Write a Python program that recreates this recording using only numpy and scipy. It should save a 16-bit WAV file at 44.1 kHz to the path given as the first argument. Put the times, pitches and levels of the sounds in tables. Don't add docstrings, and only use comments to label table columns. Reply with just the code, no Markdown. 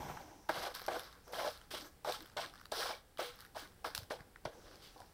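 import sys
import numpy as np
from scipy import signal
from scipy.fft import rfft, irfft, next_fast_len
from scipy.io import wavfile
from scipy.ndimage import uniform_filter1d

SR = 44100
rng = np.random.default_rng(int(sys.argv[2]) if len(sys.argv) > 2 else 0)


def inscribe(sig):
    pcm = np.round(np.clip(np.atleast_2d(sig).T, -1, 1) * 32767)
    wavfile.write(sys.argv[1], SR, pcm.astype(np.int16))


def how_loud(loudness_db):
    steps = np.asarray(loudness_db, float) / 20
    return 10 ** steps


N = 226268

# freq_hz, density_db_per_hz
GARAGE_SPECTRUM = [(12, -8), (20, 7), (58, 3.5), (210, -6), (388, -11.5), (472, -8), (678, -16),
                   (780, -8.5), (976, -16.5), (1570, -16), (2530, -21.5), (5080, -22.5), (7110, -22.5),
                   (14700, -26.5), (16000, -25)]
# start_s, build_s, hold_s, level_db, ease_db_per_s
SHUFFLES = [
    (0, 0.0057, 0.1, -46.5, 103),
    (.488, 0.01, 0.08, -57, 91.5),
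    (.88, .02, .02, -62, 86),
    (1.33, 0.029, 0.03, -62, 150),
    (1.75, 0.032, 0.021, -68, 200),
    (2.05, 0.071, 0.027, -68, 88),
    (2.37, 0.064, 0.023, -66, 71),
    (3.82, .02, 0.096, -65.5, 41),
    (4.19, 0.01, 0.013, -73, 200),
    (4.44, 0.016, .005, -61, 295),
]
# start_s, peak_db, pitch_hz
BUMPS = [
    (0.101, -41.5, 153),
    (0.575, -51, 145),
    (3.985, -45.5, 104),
    (4.023, -47, 95),
    (4.205, -51.5, 139),
    (4.456, -42.5, 127),
]
# start_s, build_s, hold_s, level_db, ease_db_per_s
WOBBLES = [
    (4.56, 0.058, 0.11, -69, 200),
    (4.95, 0.027, 0.089, -69, 200),
    (.24, 0.055, 0.1, -64.5, 250),
    (1.8, 0.019, 0.029, -59.5, 250),
    (2.19, 0.014, 0.013, -61, 300),
    (2.43, 0.014, 0.016, -61, 250),
    (3.62, 0.026, 0.029, -64.5, 200),
]
# start_s, build_s, hold_s, level_db, ease_db_per_s
SWISHES = [
    (0, 0.03, .01, -67, 26),
    (1.24, 0.062, .012, -73, 900),
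    (4.52, 0.022, .05, -76.5, 18),
]
# start_s, build_s, hold_s, level_db, ease_db_per_s
TRICKLES = [
    (.75, .01, 0.092, -56, 150),
    (1.03, 0.023, .1, -63, 146),
    (1.52, .02, .1, -66.5, 150),
    (2.2, .01, 0.091, -61.5, 150),
    (2.53, .01, 0.077, -61, 200),
    (3.3, .02, 0.11, -61, 200),
    (3.66, .01, 0.053, -79, 148),
    (4.19, .01, 0.017, -71, 300),
    (4.7, .03, 0.38, -76, 100),
]
# start_s, peak_db, pitch_hz, low_part_db
CURLS = [(0.75, -31.5, 4600, -4), (0.795, -36.5, 4070, -1), (0.8171, -38, 4180, -2),
         (0.864, -34.5, 5130, -15), (0.995, -31.5, 3700, -12), (1.034, -43, 4910, -10),
         (1.2799, -48.5, 5150, 4), (1.575, -44, 4210, -8), (2.2599, -44, 3180, 1), (2.538, -46, 5000, 6),
         (3.3894, -48, 5000, -2), (3.406, -40, 4680, -7), (3.4494, -46, 3800, 5.5), (3.464, -53, 5530, 6),
         (3.9489, -28.5, 3900, -1), (3.9777, -30.5, 4800, -3), (4.0323, -47, 5260, 0)]
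# start_s, peak_db, pitch_hz, low_part_db
CHIPS = [(1.1272, -46.5, 4160, 0), (1.402, -37, 3320, -16), (1.614, -46, 3230, -2),
         (2.1227, -27.5, 3880, -27), (2.2054, -39.5, 3680, -2), (2.461, -36.5, 3830, -10),
         (2.497, -46, 3850, -23), (2.556, -44.5, 3800, 1), (2.578, -49, 3800, -8), (2.589, -54, 3200, -10),
         (2.614, -52, 3030, 2.5), (2.6554, -40, 3900, 0), (3.1734, -40, 3120, -2), (3.4324, -57, 4570, -3),
         (3.675, -48, 4300, -11), (3.72, -56, 4250, -8), (4.206, -50, 4460, 8.5), (4.3593, -59, 2800, 19),
         (4.713, -51.5, 4560, 5), (4.7565, -45.5, 4660, -21), (4.978, -50, 4350, -18),
         (5.003, -42.5, 5150, -18), (5.018, -52, 4400, 6.5)]
# start_s, peak_db, pitch_hz
SPECKS = [(.4923, -36, 15000), (0.7497, -40, 12000), (0.773, -41, 4300), (.787, -40, 4260),
          (.826, -46, 12900), (.853, -40, 3800), (1.2795, -49, 12500), (1.322, -45, 12200),
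          (1.515, -46, 13000), (1.713, -54, 9230), (1.713, -42, 5700), (1.7469, -45, 8410),
          (2.0697, -56, 8120), (2.2228, -43, 14200), (2.228, -45, 3500), (2.299, -51, 4000),
          (2.318, -55, 3300), (2.333, -55, 3900), (2.2591, -48, 14800), (2.3675, -47, 8130),
          (2.37, -29.5, 3340), (2.3955, -49, 8270), (2.6135, -50, 14100), (2.7204, -35.5, 8500),
          (2.72, -26.5, 4470), (3.1857, -47, 8940), (3.227, -41, 8390), (3.3577, -47, 14000),
          (3.4048, -45, 11100), (3.4231, -53, 12500), (3.425, -54, 3800), (3.462, -52, 12200),
          (3.548, -50, 3900), (3.5773, -46, 15000), (3.7785, -58, 4200), (3.9492, -33, 5550),
          (3.9509, -26, 4500), (3.9506, -28, 2630), (3.95, -39, 10000), (3.9502, -36, 14500),
          (3.9588, -40, 9000), (3.9588, -38, 13500), (3.978, -26, 4900), (4.4538, -41, 4200),
          (4.454, -47, 1500), (4.72, -52, 4300), (4.85, -52, 3800)]
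# start_s, peak_db, pitch_hz, ring_t60_s
CATCHES = [(.028, -42, 865, 0.088), (.066, -42, 815, .03), (.0985, -33.5, 880, .012), (.666, -32, 620, .03),
           (.817, -42, 530, 0.019), (.935, -43, 610, 0.024), (.963, -33, 625, 0.023), (1.39, -37, 680, .04),
           (1.432, -33, 590, 0.041), (1.448, -28, 624, 0.036), (1.463, -32, 619, .05),
           (1.476, -31, 620, 0.047), (1.485, -28, 621, 0.041), (1.74, -31, 633, 0.02),
           (2.087, -35, 596, .025), (2.095, -27, 650, 0.026), (2.395, -28, 670, 0.027),
           (2.431, -41.5, 600, 0.023), (2.856, -32, 740, .03), (2.906, -31, 647, .03),
           (3.219, -33, 580, .04), (3.568, -42, 670, 0.027), (4.135, -33.5, 600, 0.027),
           (4.475, -38, 615, 0.024)]
# start_s, peak_db, pitch_hz, pan_knock_rel_db, ring_t60_s
THUMPS = [(0.098, -37, 720, -7, 0.037), (0.169, -45, 902, 9, 0.085), (0.494, -24, 633, -11, 0.025),
          (0.881, -25, 622, -2, 0.059), (1.333, -34, 620, -1.5, 0.033), (1.712, -45.5, 424, 4, 0.05),
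          (2.048, -27, 874, -12, 0.019), (2.075, -27, 596, -22, 0.047), (2.366, -32.5, 594, -29, 0.1),
          (2.72, -27, 627, -14, 0.038), (3.192, -26, 630, -6.5, 0.039), (3.56, -38, 640, -22, 0.077),
          (3.844, -35.5, 818, 10, 0.041), (4.107, -29.5, 500, 0, 0.016), (4.454, -23.5, 653, -12, 0.029),
          (4.961, -46.5, 817, -23, 0.072), (5.003, -41, 746, -25, 0.04)]
# start_s, peak_db, pitch_hz, ring_t60_s
SINGS = [
    (1.385, -40.5, 651, 0.14),
    (1.43, -36, 630, 0.19),
    (1.47, -31, 622, 0.13),
    (2.93, -41, 2300, 0.13),
    (3.222, -46, 486, 0.31),
    (4.97, -53, 813, 0.15),
]
# freq_hz, width_hz, level_db
TAPE_MODES = [(331.5, 67, -12.5), (486, 51.4, -2.5), (573, 55, -4), (622, 34.4, -1), (713, 85, -2.5),
              (818, 69, -0.5), (992, 136, -7.5)]
# freq_hz, width_hz, level_db
PAN_MODES = [(1103, 180, 0), (1337, 59, 2.5), (1484, 100, 0.5), (1656, 74, 2), (1804, 206, -6),
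             (2150, 90, -7), (2300, 60, -7.5)]
# freq_hz, density_db_per_hz
BRISTLE_SPECTRUM = [(1350, 1), (2300, -4), (2470, -7), (2840, -2), (3070, 0), (3310, 0.5), (4890, -1.5),
                    (5550, -2.5), (7000, -31), (9100, -71), (15400, -120)]
# freq_hz, density_db_per_hz
HISS_SPECTRUM = [(3710, 8), (6300, 2), (7140, -3.5), (7840, -4), (11500, -7), (12800, -5.5), (14300, -8),
                 (15400, -9), (16000, -34)]
# start_s, build_s, hold_s, bristle_db, fade_db_per_s
SWEEPS = [(0, 0.023, 0.098, -62.5, 87), (0.49, 0.075, 0.11, -48.5, 230), (0.741, 0.011, 0.0066, -48.5, 193),
          (0.826, 0.011, 0.022, -60, 250), (0.9, 0.024, 0.026, -51.5, 250),
          (0.962, 0.014, 0.0085, -52, 117), (1.324, 0.11, 0.025, -46.5, 139),
          (1.706, 0.003, 0.077, -47, 234), (1.809, 0.02, 0.037, -63.5, 300),
          (2.046, 0.077, 0.017, -46, 218), (2.368, 0.042, 0.011, -45.5, 216),
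          (2.716, 0.061, 0.063, -42, 200), (2.855, 0.025, 0.05, -49, 300), (3.182, 0.06, 0.013, -47.5, 192),
          (3.383, 0.011, 0.018, -65, 207), (3.553, 0.033, 0.015, -50, 222),
          (3.843, 0.0067, 0.023, -50.5, 254), (3.952, 0.0045, .005, -50, 205),
          (4.101, 0.0039, 0.019, -49.5, 307), (4.184, 0.0066, 0.0044, -74, 254),
          (4.451, 0.0019, 0.003, -45, 700), (4.599, 0.08, 0.084, -65.5, 100),
          (4.819, 0.034, 0.02, -57, 164), (4.969, 0.022, 0.077, -73, 150)]
# pan_db, hiss_rel_db, then tape_tilt, bristle_tilt, hiss_tilt in db_per_octave
PLACES = [(7, 0, 6.5, -13, 1), (3.5, -8.5, -2.5, 0, 1.5), (2.5, -6, -6.5, 7, 6), (0, -10, -1, 3, 0),
          (6.5, -7, -4.5, -3, -1), (3, -10, -6.5, 7, 2), (-2, -7, -1, 3, 3.5), (-2.5, -8, -11.5, -0.5, 4),
          (3.5, 2.5, -6, 13, 1), (-3, -8.5, -1.5, 3.5, 1), (-5.5, -10.5, 3, -2.5, -0.5), (-3, -8, -2, 7, 6),
          (0, -9.5, -1.8, 3, 2), (-2.5, -7, -5.5, -4.5, 3), (3.5, -3, 7, -4, 4), (2.5, -6, -2.5, 3.5, 0),
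          (4, -7, -0.5, 7, 8), (-6, -4, -3, 0, 3), (-2, -9.5, -3, -0.5, 1.5), (13, -12, -5, 4, 3),
          (-1.5, -31, -8, -1, -8), (-2.5, -21, -11, 2, 5), (-8, -9, -15, -1.2, 0), (-12, -18, 7.5, 13, 9)]
# dip_hz, dip_drift_hz_per_s, dip_db, patch_hz, patch_db
SHADES = [(10300, 0, -6, 13800, 4), (13800, 2000, -4, 12200, 2.5), (14200, 0, -6, 12500, 1),
          (14200, 0, -5, 12500, 4), (14300, 0, -2, 12500, 3), (14000, 0, -4, 12700, 7),
          (13500, -5000, -3, 14300, -1), (12600, 0, -4, 9000, 1.5), (9700, 0, -9, 14500, 0),
          (11900, -15000, -1, 7800, 3), (10900, 0, -3, 8500, 3.5), (13300, -1500, -9, 14000, 0),
          (12800, -1500, -10, 14200, 4), (13500, 0, -11, 15000, 6), (9250, 0, -9, 12000, 5),
          (13800, 0, -5, 15000, 6), (13500, 0, -7, 10300, 2), (11000, 0, -2, 14000, 1.5),
          (13000, 0, -7, 8600, 1), (13000, 0, -1.5, 9000, 4), (13000, 0, -6, 9800, 3),
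          (12000, 0, 1, 8000, 5), (10000, 0, -3, 12000, 0), (13000, 0, -1.5, 8000, -5)]
# start_s, build_s, hold_s, drum_db, ease_db_per_s
PRESSES = [(0, 0.00091, 0.03, -48, 46), (.489, 0.0025, 0.003, -30.5, 602), (.54, 0.11, 0.027, -41, 400),
           (.81, 0.0051, 0.0042, -52.5, 800), (.881, 0.0014, 0.0022, -30.5, 700),
           (.9, 0.049, .015, -38, 700), (1.265, 0.055, 0.005, -51.5, 497),
           (1.328, 0.066, 0.078, -40.5, 600), (1.715, .003, .13, -58, 280),
           (1.73, 0.0049, 0.0039, -45.5, 504), (2.047, 0.051, 0.0093, -37.5, 652),
           (2.367, 0.0013, 0.015, -36, 700), (2.425, 0.008, .003, -55.5, 200),
           (2.718, 0.0013, 0.0071, -34.5, 708), (2.76, 0.03, .003, -41.5, 300),
           (2.83, 0.066, 0.032, -44.5, 447), (3.189, 0.0044, 0.031, -40.5, 800),
           (3.548, 0.012, 0.0081, -44, 600), (3.844, 0.0027, 0.011, -38.5, 420),
           (3.96, 0.0086, 0.033, -55, 300), (4.103, 0.0018, 0.0027, -35.5, 397),
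           (4.451, 0.0023, 0.0039, -34.5, 745), (4.55, 0.12, 0.093, -59, 200),
           (4.955, 0.0094, 0.047, -60.5, 151)]
# freq_hz, width_hz, depth_0_to_1
HOUSING_DIPS = [(2720, 170, 0.02), (6600, 1770, 0.44)]

ECHO_DELAY_S, ECHO_DB, ECHO_LOW_HZ = 0.0094, -26.5, 2470
ROOM_T60_S, ROOM_DB = 0.17, -21
GARAGE_DB, STANDING_DB = -61, -72
WOBBLE_HZ, WOBBLE_WIDTH_HZ = 312, 97
CURL_TOP_DB, CHIP_TOP_DB = -8.5, -22
SWEEP_START_DB, SWEEP_TRAIL_DB, SWEEP_TRAIL_DB_S = -4.5, -21, 103
PRESS_START_DB, PRESS_TRAIL_DB, PRESS_TRAIL_DB_S = -5, -14, 130
SWEEP_DRUM_DB = -9
PRESS_PAN_DB, PRESS_BRISTLE_DB, PRESS_HISS_DB = -10.5, -17.5, -25.5
SHADE_WIDTH_HZ = 750
RIM_DIP_HZ, RIM_DIP_WIDTH_HZ, RIM_DIP_DB = 7300, 380, -1.5
TOP_HZ = 15800


def unit(x):
    return x / np.sqrt(np.mean(x ** 2))


def band(x, hz, width_hz):
    return signal.lfilter(*signal.iirpeak(hz, hz / width_hz, fs=SR), x)


def band_twice(x, hz, width_hz):
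    return band(band(x, hz, width_hz), hz, width_hz)


def modes(x, table):
    return sum((-1) ** k * how_loud(db) * band(x, hz, width_hz) for k, (hz, width_hz, db) in enumerate(table))


def colour(x, table):
    hz, db = np.transpose(table)
    size = next_fast_len(len(x))
    log_f = np.log(np.arange(size // 2 + 1) * SR / size + 1)
    points_hz = np.r_[hz[0] / 2, hz, hz[-1] * 2]
    points_db = np.r_[db[0] - 60, db, db[-1] - 60]
    gain_db = np.interp(log_f, np.log(points_hz), points_db)
    return irfft(rfft(x, size) * how_loud(gain_db), size)[:len(x)]


def walk(rate_hz):
    hold = int(SR / rate_hz)
    levels = np.repeat(rng.standard_normal(N // hold + 1), hold)
    return unit(uniform_filter1d(levels, hold)[:N])


def slips(rate_hz, spread_db, clump):
    chance = rng.random((3, N))
    size = how_loud(-spread_db * np.log(1 - chance[1])) * np.sign(chance[2] - 0.5)
    return (chance[0] < rate_hz / SR) * size * clump


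def ring(start_s, hz, t60_s, rise_s):
    t = np.arange(int(0.3 * SR)) / SR
    shape = (1 - np.exp(-t / rise_s)) * np.exp(-np.log(1000) * t / t60_s)
    return int(start_s * SR), shape / shape.max() * np.sin(2 * np.pi * hz * t)


def add(out, start, sound):
    out[start:start + len(sound)] += sound[:len(out) - start]


def efforts(table, start_db, trail_db=-60, trail_db_s=100):
    out = np.zeros((len(table), N + SR))
    t = np.arange(int(0.8 * SR)) / SR
    for row, (start_s, build_s, hold_s, db, fall_db_s) in zip(out, table):
        after_s = np.maximum(t - build_s - hold_s, 0)
        rising_db = start_db * np.clip(1 - t / (build_s + 1e-4), 0, 1)
        falling_db = np.maximum(-fall_db_s * after_s, trail_db - trail_db_s * after_s)
        add(row, int(start_s * SR), how_loud(db + rising_db + falling_db))
    return out[:, :N]


def floor_echo(x, db, low_hz):
    bright = signal.lfilter(*signal.butter(2, low_hz, "high", fs=SR), x)
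    return how_loud(db) * np.r_[np.zeros(int(ECHO_DELAY_S * SR)), bright][:N]


def room(x):
    t = np.arange(int(0.5 * SR)) / SR
    decay = np.exp(-np.log(1000) * t / ROOM_T60_S) * (t > ECHO_DELAY_S)
    tail = rng.standard_normal(len(t)) * decay
    tail = signal.lfilter(*signal.butter(1, 6000, fs=SR), tail)
    diffuse = signal.fftconvolve(x, tail / np.linalg.norm(tail))[:N]
    return x + floor_echo(x, ECHO_DB, ECHO_LOW_HZ) + how_loud(ROOM_DB) * diffuse


def garage():
    breath = how_loud(0.5 * walk(3))
    return unit(colour(rng.standard_normal(N), GARAGE_SPECTRUM)) * how_loud(GARAGE_DB - 2.5) * breath


def shuffle():
    moves = how_loud(STANDING_DB) + efforts(SHUFFLES, 4).sum(axis=0)
    rumble = band(band(rng.standard_normal(N), 105, 320), 123, 440)
    out = unit(rumble) * moves * how_loud(1.04 * walk(21.1) - 4.5)
    for start_s, db, hz in BUMPS:
        start, swing = ring(start_s, hz, t60_s=0.042, rise_s=0.0065)
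        add(out, start, how_loud(db) * swing)
    return out


def wobble():
    hum = band_twice(rng.standard_normal(N), WOBBLE_HZ, WOBBLE_WIDTH_HZ)
    return unit(hum) * efforts(WOBBLES, 4).sum(axis=0)


def swish():
    hiss = unit(band_twice(rng.standard_normal(N), 5950, 1700))
    return hiss * efforts(SWISHES, -4).sum(axis=0) * how_loud(6.5)


def trickle():
    grains = slips(400, 1.5, 1) * efforts(TRICKLES, -1).sum(axis=0)
    grain_decay = np.exp(-np.arange(200) / SR / 0.0009)
    fizz = signal.fftconvolve(abs(grains), grain_decay)[:N] * rng.standard_normal(N)
    return how_loud(5.5) * band_twice(fizz, 4700, 3000) + how_loud(14.0) * band_twice(fizz, 1400, 800)


def ticks():
    out = np.zeros(N)
    t = np.arange(500) / SR
    fade = (1 - np.exp(-t / 0.00015)) * np.exp(-t / 0.0012)
    for table, top_db in [(CURLS, CURL_TOP_DB), (CHIPS, CHIP_TOP_DB)]:
        for start_s, db, hz, low_db in table:
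            noise = rng.standard_normal(500)
            crack = band(noise * fade, hz, 730)
            snap = band(noise * fade ** 2, 3100, 4100)
            top = band(band(noise, 10000, 11000), 11000, 10400) * fade
            knock = band(band(noise * fade, 1240, 840), 1620, 730)
            for part, part_db in [(crack, -1.5), (snap, -18), (top, top_db + 2.5), (knock, low_db - 3.5)]:
                add(out, int(start_s * SR), how_loud(db + part_db) * part / abs(part).max())
    return out


def specks():
    out = np.zeros(N)
    decay = np.exp(-np.arange(300) / SR / 0.00081)
    for start_s, db, hz in SPECKS:
        click = band_twice(rng.standard_normal(300) * decay, hz, 2900)
        add(out, int(start_s * SR), how_loud(db - 2.0) * click / abs(click).max())
    return out


def catches():
    out = np.zeros(N)
    for start_s, db, hz, t60_s in CATCHES:
        for ratio, part_db in [(1, -6), (1.33, -11.5)]:
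            start, swing = ring(start_s, hz * ratio, t60_s, rise_s=0.0012)
            add(out, start, how_loud(db + part_db) * swing)
    return out


def thumps():
    out = np.zeros(N)
    splat_decay = np.exp(-np.arange(2000) / SR / 0.0043)
    for start_s, db, hz, pan_db, t60_s in THUMPS:
        for ratio, part_db in [(1, -5.0), (1.31, -12.0), (0.78, -15.5)]:
            start, swing = ring(start_s, hz * ratio, t60_s, rise_s=0.00079)
            add(out, start, how_loud(db + part_db) * swing)
        splat = modes(rng.standard_normal(2000) * splat_decay, PAN_MODES)
        add(out, start, how_loud(db + pan_db - 3.5) * splat / abs(splat).max())
    return out


def sings():
    out = np.zeros(N)
    for start_s, db, hz, t60_s in SINGS:
        start, swing = ring(start_s, hz, t60_s, rise_s=0.00034)
        waver = np.roll(walk(hz / 15), -start)[:len(swing)]
        add(out, start, how_loud(db) * swing * (600 / hz + waver / 2))
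    return out


def running_sweep():
    return np.searchsorted(np.transpose(SWEEPS)[0], np.arange(N) / SR, "right") - 1


def stroke_controls():
    slide = efforts(SWEEPS, SWEEP_START_DB, SWEEP_TRAIL_DB, SWEEP_TRAIL_DB_S) ** 2
    press = (efforts(PRESSES, PRESS_START_DB, PRESS_TRAIL_DB, PRESS_TRAIL_DB_S) ** 2).sum(axis=0)
    pan_db, hiss_db, *tilts = np.transpose(PLACES)
    power = [press + how_loud(2 * SWEEP_DRUM_DB) * slide.sum(axis=0),
             how_loud(2 * pan_db) @ slide + how_loud(2 * PRESS_PAN_DB) * press,
             slide.sum(axis=0) + how_loud(2 * PRESS_BRISTLE_DB) * press,
             how_loud(2 * hiss_db) @ slide + how_loud(2 * PRESS_HISS_DB) * press]
    gains = uniform_filter1d(np.sqrt(power), size=60, axis=1)
    return gains, np.array(tilts)[:, running_sweep()]


def bell(hz, centre_hz, width_hz):
    return np.exp(-0.5 * ((hz - centre_hz) / width_hz) ** 2)


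def shade(hz):
    sweep = running_sweep()
    dip_hz, drift_hz_s, dip_db, patch_hz, patch_db = np.transpose(SHADES)[:, sweep]
    since_s = np.minimum(np.arange(N) / SR - np.transpose(SWEEPS)[0][sweep], 0.2)
    dip = dip_db * bell(hz, dip_hz + drift_hz_s * since_s, SHADE_WIDTH_HZ)
    patch = patch_db * bell(hz, patch_hz, SHADE_WIDTH_HZ)
    return dip + patch + RIM_DIP_DB * bell(hz, RIM_DIP_HZ, RIM_DIP_WIDTH_HZ)


def patchy(x, lo_hz, hi_hz, tilt, patchy_db, count, shading=lambda hz: 0):
    relative_width = 1.05 * ((hi_hz / lo_hz) ** (1 / (count - 1)) - 1)
    middle_hz = np.sqrt(lo_hz * hi_hz)
    out = np.zeros(N)
    for k, hz in enumerate(np.geomspace(lo_hz, hi_hz, count)):
        level_db = tilt * np.log2(hz / middle_hz) + patchy_db * walk(12) + shading(hz)
        out += (-1) ** k * band_twice(x, hz, hz * relative_width) * how_loud(level_db)
    return out


def brush():
    (drum_gain, pan_gain, tip_gain, hiss_gain), (tape_tilt, tip_tilt, hiss_tilt) = stroke_controls()
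    clump = how_loud(1.3 * walk(70))
    heavy = slips(2500, 1.8, clump * how_loud(0.8 * walk(40)))
    medium = slips(3500, 1.1, clump * how_loud(2.43 * walk(60)))

    drum = np.zeros(N)
    for k, (hz, width_hz, db) in enumerate(TAPE_MODES):
        push_db = db + tape_tilt * np.log2(hz / 600) + 1.6 * walk(20)
        drum += (-1) ** k * band(heavy * drum_gain * how_loud(push_db), hz, width_hz)
    drum *= how_loud(-3.5) / np.std(modes(heavy, TAPE_MODES))
    rattle = modes(medium * pan_gain, PAN_MODES) / np.std(modes(medium, PAN_MODES)) * how_loud(-1.5)

    clicks = colour(slips(7000, 2.1, clump), BRISTLE_SPECTRUM)
    clicks = unit(patchy(clicks, 2160, 7440, tip_tilt, 0.98, count=7)) * tip_gain * how_loud(-2.0)
    chirps = sum(band(slips(40, 2.2, clump), hz, 350) for hz in np.geomspace(3000, 5600, num=8))
    chirps = unit(chirps) * tip_gain * how_loud(-7.5)
    hiss = colour(slips(9000, 1.96, clump), HISS_SPECTRUM)
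    hiss = unit(patchy(hiss, 5900, 15500, hiss_tilt, 0.55, count=18, shading=shade)) * hiss_gain * how_loud(0.5)
    return drum + rattle + clicks + chirps + hiss


def scene():
    shavings = ticks() + trickle()
    shavings = shavings + floor_echo(shavings, -7, 6000)
    strokes = brush() + thumps() + sings() + catches() + specks()
    return (room(strokes + shavings + swish()) + shuffle() + garage() + wobble())[None]


def top_cut(x):
    return signal.sosfilt(signal.butter(12, 16720, fs=SR, output="sos"), x)


def record(dry):
    for hz, width_hz, depth in HOUSING_DIPS:
        dry = dry - depth * band(dry, hz, width_hz)
    low_pass = signal.ellip(8, 0.2, 30, TOP_HZ, fs=SR, output="sos")
    mix = signal.sosfilt(low_pass, dry)
    return top_cut(mix)


dry = scene()
out = record(dry)
inscribe(out)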